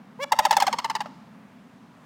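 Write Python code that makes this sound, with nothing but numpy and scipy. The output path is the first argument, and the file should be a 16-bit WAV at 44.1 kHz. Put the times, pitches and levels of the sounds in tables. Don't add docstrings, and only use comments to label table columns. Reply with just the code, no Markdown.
import sys
import numpy as np
from scipy import signal
from scipy.fft import rfft, irfft, next_fast_len
from scipy.io import wavfile
from scipy.ndimage import uniform_filter1d

SR = 44100
rng = np.random.default_rng(int(sys.argv[2]) if len(sys.argv) > 2 else 0)


def to_wav(sig):
    pcm = np.clip(np.atleast_2d(sig), -1, 1) * 32767
    pcm = np.round(pcm).astype(np.int16)
    wavfile.write(sys.argv[1], SR, pcm.T)


def amplitude_ratio(level_db):
    exponent = np.asarray(level_db, float) / 20
    return 10 ** exponent


N = 90405
T = np.arange(N) / SR
M = next_fast_len(N + SR)
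F = np.maximum(np.arange(M // 2 + 1) * SR / M, 1e-3)

# (first pulse [s], pulse rate [Hz], level [dB], ring pitch [Hz], ring level [dB])
NEAR_BURSTS = [
    (.3199, 947, -8, 844, -3),
    (.3885, 948, -7.5, 848, -3),
    (.4512, 937, -8, 847, -5),
    (.5088, 900, -7.5, 848, -8),
    (.5670, 890, -7.5, 826, -8),
    (.6222, 867.5, -8.5, 794, -7.5),
    (.6765, 828, -12, 788, -4.5),
    (.7335, 585, -29.5, 507, 4),
]
FAR_BURSTS = [
    (.5267, 992, -17.5, 892, 2.5),
    (.6008, 1088, -14.5, 900, -2.5),
    (.6672, 1093, -15, 900, -4),
    (.7273, 1091, -16.5, 939, -5),
    (.7855, 1092, -17, 961, -4.5),
    (.8441, 1046, -17, 897, -1),
    (.8980, 1041, -17.5, 885, -1.5),
    (.9513, 987, -16.5, 878, -2.5),
    (1.0045, 950, -19.5, 824, -2),
    (1.0578, 663, -27, 600, -12),
]
# (centre [Hz], width [Hz], level [dB])
NEAR_PIPE_MODES = [(790, 170, 1), (600, 230, -8), (1370, 220, -12), (2090, 200, -5), (3390, 930, -5.5),
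                   (4860, 4500, -8.5), (9100, 14000, -48)]
FAR_PIPE_MODES = [(900, 120, 8.5), (680, 68, -19), (1170, 122, 1.5), (1345, 250, -2), (2050, 500, -2),
                  (2890, 430, -0.5), (4530, 1600, 0), (9100, 5000, -27)]
# (frequency [Hz], level [dB])
PULSE_SPECTRUM = [(500, -3), (900, 3.2), (1800, -13), (3000, -17.5), (5000, -15.5), (8000, -23),
                  (12000, -40.5), (16000, -55.5)]
# (delay [s], pitch [Hz], length [s], level [dB], overtone [dB], knock [Hz], knock [dB])
THROAT_CLOSING = (.0125, 600, .017, -17, -7, 800, -15)
# (time [s], pitch [Hz], level [dB])
NEAR_NOTE = [(.188, 440, -48), (.194, 470, -33), (.202, 510, -28), (.216, 551, -26.5), (.23, 572, -24),
             (.242, 572, -24), (.247, 545, -32), (.255, 520, -50)]
FAR_NOTE = [(.41, 590, -50), (.423, 610, -38), (.435, 630, -36), (.447, 640, -35.5), (.458, 630, -39),
            (.47, 620, -56)]
# (order [-], level [dB])
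NOTE_HARMONICS = [(1, 0), (2, -11), (3, -8), (4, -7), (5, -13), (6, -13), (7, -19), (8, -19), (9, -16),
                  (10, -19), (11, -22), (12, -24), (13, -25), (14, -26), (15, -31), (16, -37), (17, -31),
                  (18, -35)]
# (time [s], pitch [Hz], length [s], level [dB])
THROAT_CATCHES = [
    (.190, 900, .012, -38),
    (.238, 1040, .007, -33),
    (.242, 850, .012, -31),
    (.241, 1330, .012, -38),
    (.311, 900, .008, -31),
]
# (delay [s], level [dB])
WALL_SLAPS = [(.024, -30), (.033, -27), (.043, -24), (.052, -27), (.062, -28)]
# (centre [Hz], width [Hz], level [dB])
TAIL_LIFT = (1143, 240, 5.9)
# (frequency [Hz], density [dB/Hz])
HUM_SPECTRUM = [(30, -34), (100, -15), (165, -2.5), (255, -3.5), (320, -16), (1000, -15), (3500, -31),
                (16000, -50)]
# (time [s], level [dB])
TRAFFIC_SWELL = [(0, 0.3), (.3, 0), (1.4, -0.5), (1.9, -0.9), (2.05, 2)]

NEAR_STROKE = dict(pulses_s=.0062, ring_end_s=.0108, ring_fade_db_s=300, ring_tilt_db_oct=-11,
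                   air_db=-10, air_fade_s=.011, swell_s=.0036)
FAR_STROKE = dict(pulses_s=.0055, ring_end_s=.02, ring_fade_db_s=650, ring_tilt_db_oct=-12,
                  air_db=-7, air_fade_s=.009, swell_s=.0026)
LEAD_S, RISE_S, STOP_S = .0004, .0016, .0014
SKEW_RAD, JITTER = .3, .015
STROKE_N = int(.05 * SR)
STROKE_T = np.arange(STROKE_N) / SR - LEAD_S
STROKE_ON = np.maximum(STROKE_T, 0)


def crane(bursts, note, modes, stroke, edge_db, closing=None):
    tone, puff = rattle(bursts, stroke, edge_db, closing)
    pipe = sum(amplitude_ratio(db) * mode(hz, width_hz) ** 2 * np.sqrt(SR / 4 / width_hz) for hz, width_hz, db in modes)
    return opening(note) + tone + shape(puff, pipe)


def rattle(bursts, stroke, edge_db, closing):
    tone, puff = np.zeros(N), np.zeros(N)
    loudest_db = max(row[2] for row in bursts)
    age = STROKE_ON / stroke["air_fade_s"]
    for start_s, rate_hz, db, ring_hz, ring_db in bursts:
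        air, wobble, shake = rng.standard_normal((3, STROKE_N))
        wobble, shake = (uniform_filter1d(w, size=50) * np.sqrt(50) for w in (wobble, shake))
        effort_db = db - loudest_db
        dull_db = .49 * effort_db
        wave, phase = pulses(rate_hz, stroke, edge_db, dull_db, air, wobble, shake)
        wave += throat_ring(ring_hz, ring_db, stroke, phase, wobble, shake)
        if closing:
            wave += throat_closing(closing, wobble, shake)
        here = slice(int((start_s - LEAD_S) * SR), int((start_s - LEAD_S) * SR) + STROKE_N)
        tone[here] += amplitude_ratio(db) * wave
        air_db = db + stroke["air_db"] + 2 * dull_db + 2.86 * shake
        puff[here] += amplitude_ratio(air_db) * air * age * np.exp(-age ** 1.7)
    return tone, puff


def pulses(rate_hz, stroke, edge_db, dull_db, air, wobble, shake):
    length_s = stroke["pulses_s"]
    drift = 1 - 7 * STROKE_ON + JITTER * wobble / 2
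    phase = 2 * np.pi * (np.cumsum(rate_hz * drift) / SR - rate_hz * 0.000401)
    env = np.clip(STROKE_T / RISE_S + 0.23, 0, 1)
    env = env * np.clip((length_s + STOP_S - STROKE_T) / STOP_S, 0, 1)
    k = np.arange(1, int(16500 / rate_hz) + 1)[:, None]
    fade_db = 903 * np.maximum(STROKE_T - .003, 0)
    edge = edge_db + dull_db * np.log2(k) - fade_db + 2.17 * shake
    body = -8 * abs(STROKE_T / stroke["swell_s"] - 1) ** 1.6
    level_db = table_db(PULSE_SPECTRUM, k * rate_hz) + np.where(k > 1, edge, body)
    skew = SKEW_RAD * (k > 1) * (1 + .15 * k * shake * STROKE_ON / length_s)
    wave = -np.sum(amplitude_ratio(level_db) * np.cos(k * phase + skew), axis=0)
    hiss = amplitude_ratio(-20 + 9.0 * dull_db) * air * (1 + np.cos(phase))
    thump = amplitude_ratio(-34)
    return env * (wave + hiss - thump), phase


def throat_ring(hz, db, stroke, pulse_phase, wobble, shake):
    length_s = stroke["pulses_s"]
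    end = int(length_s * SR)
    phase = 2 * np.pi * np.cumsum(hz * (1 + JITTER * wobble)) / SR
    phase += pulse_phase[end] - phase[end] - .6
    hold = np.clip((STROKE_T - length_s) / STOP_S + .5, 0, 1)
    hold = hold * np.clip((stroke["ring_end_s"] - STROKE_T) / STOP_S / 2 + 1, 0, 1)
    k = np.arange(1, 10)[:, None]
    level = amplitude_ratio(stroke["ring_tilt_db_oct"] * np.log2(k))
    wave = -np.sum(level * np.cos(k * phase + SKEW_RAD * k * shake), axis=0)
    return amplitude_ratio(db - stroke["ring_fade_db_s"] * (STROKE_T - length_s) + 0.53 * shake) * hold * wave


def throat_closing(closing, wobble, shake):
    delay_s, hz, length_s, db, overtone_db, knock_hz, knock_db = closing
    t = STROKE_T - delay_s
    soft = amplitude_ratio(db) * grain(t, hz, length_s, overtone_db, wobble)
    return soft + amplitude_ratio(knock_db + 2 * shake) * grain(t, knock_hz, length_s * 0.84, -32, wobble)


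def opening(note):
    s, hz, db = np.array(note).T
    pitch_hz = np.interp(T, s, hz)
    phase = 2 * np.pi * np.cumsum(pitch_hz * (1 + .007 * walk(196.5))) / SR
    level_db = np.interp(T, s, db)
    effort_db = level_db - db.max()
    wave = np.zeros(N)
    for k, order_db in NOTE_HARMONICS:
        mouth_db = 8 * np.exp(-((k * pitch_hz - 1010) / 70) ** 2)
        flutter_db = 2.2 * walk(123.4) * (k > 1)
        bloom_db = 1.3 * effort_db * np.log2(k) * (k > 2)
        wave -= amplitude_ratio(order_db + mouth_db + flutter_db + bloom_db) * np.cos(k * phase + 1.6 * np.log2(k))
    wave += amplitude_ratio(-27 + 2 * effort_db) * rng.standard_normal(N) * (1 + np.cos(phase))
    return amplitude_ratio(level_db) * wave * (T > s[0]) * (T < s[-1])


def catches():
    return sum(amplitude_ratio(db) * grain(T - s, hz, length_s, -23, walk(300)) for s, hz, length_s, db in THROAT_CATCHES)


def grain(t, hz, length_s, overtone_db, wobble):
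    u = np.clip(t / length_s, 0, 1)
    phase = 2 * np.pi * np.cumsum(hz * (1.05 - 0.12 * u + JITTER * wobble)) / SR
    return np.sin(np.pi * u ** 0.58) * (np.cos(phase) + amplitude_ratio(overtone_db) * np.cos(2.15 * phase))


def yard(x):
    slaps = sum(amplitude_ratio(db) * np.exp(-2j * np.pi * F * lag_s) for lag_s, db in WALL_SLAPS)
    slaps = slaps / (1 + 1j * F / 5000)
    t = T[:SR]
    t60_s, start_s = 1.1, .025
    tail = rng.standard_normal(SR) * amplitude_ratio(-60 * t / t60_s) * (1 - np.exp(-(t / start_s) ** 2))
    tail = rfft(tail / np.sqrt(np.sum(tail ** 2)), M) * amplitude_ratio(-23) / (1 + 1j * F / 9000)
    lift_hz, lift_width_hz, lift_db = TAIL_LIFT
    tail = tail * (1 - 0.36 * mode(910.0, 300.)) * (1 + amplitude_ratio(lift_db) * mode(lift_hz, lift_width_hz))
    return shape(x, 1 + slaps + tail)


def suburb():
    drone = amplitude_ratio(-3.5) * abs(mode(227, 100)) ** 2
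    colour = amplitude_ratio(table_db(HUM_SPECTRUM, F)) * (1 + drone)
    traffic_db = np.interp(T, *np.array(TRAFFIC_SWELL).T)
    hum, swell = np.zeros(N), walk(1.584)
    for octave in np.arange(4, 15):
        band = np.clip(1 - abs(np.log2(F) - octave), 0, 1) ** .5
        noise = shape(np.resize(rng.standard_normal(N), M), colour * band)
        hum += noise * amplitude_ratio(.6 * swell + 0.96 * walk(6.7) + (octave > 8) * traffic_db)
    whine = shape(rng.standard_normal(N), mode(15000, 80.) ** 2)
    return hum / hum.std() * amplitude_ratio(-48.5) + whine / whine.std() * amplitude_ratio(-89)


def shape(x, response):
    return irfft(rfft(x, M) * response, M)[:N]


def mode(hz, width_hz):
    return 1 / (1 + 1j * (F ** 2 - hz ** 2) / (F * width_hz))


def table_db(rows, hz):
    rows = np.array(rows, float)
    return np.interp(np.log(hz), np.log(rows[:, 0]), rows[:, 1])


def walk(rate_hz):
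    k = int(SR / rate_hz)
    steps = np.repeat(rng.standard_normal(N // k + 1), k)
    w = uniform_filter1d(uniform_filter1d(steps, k), k)[:N]
    return w / w.std()


def scene():
    birds = crane(NEAR_BURSTS, NEAR_NOTE, NEAR_PIPE_MODES, NEAR_STROKE, 0, THROAT_CLOSING)
    birds += crane(FAR_BURSTS, FAR_NOTE, FAR_PIPE_MODES, FAR_STROKE, 4.5)
    birds += catches()
    mic = (1 - 0.52 * mode(344.0, 525.0)) / (1 - 1j * 91 / F)
    return (shape(yard(birds), mic) + suburb())[None]


def low_pass(x):
    return signal.sosfilt(signal.butter(12, 16960, fs=SR, output="sos"), x)


def record(dry):
    limit = .9
    soft = limit * np.tanh(dry / limit)
    soft = signal.lfilter(*signal.butter(1, 40, "high", fs=SR), soft)
    mix = signal.sosfilt(signal.ellip(6, .2, 50, 16000, fs=SR, output="sos"), soft)
    return low_pass(mix)


dry = scene()
out = record(dry)
to_wav(out)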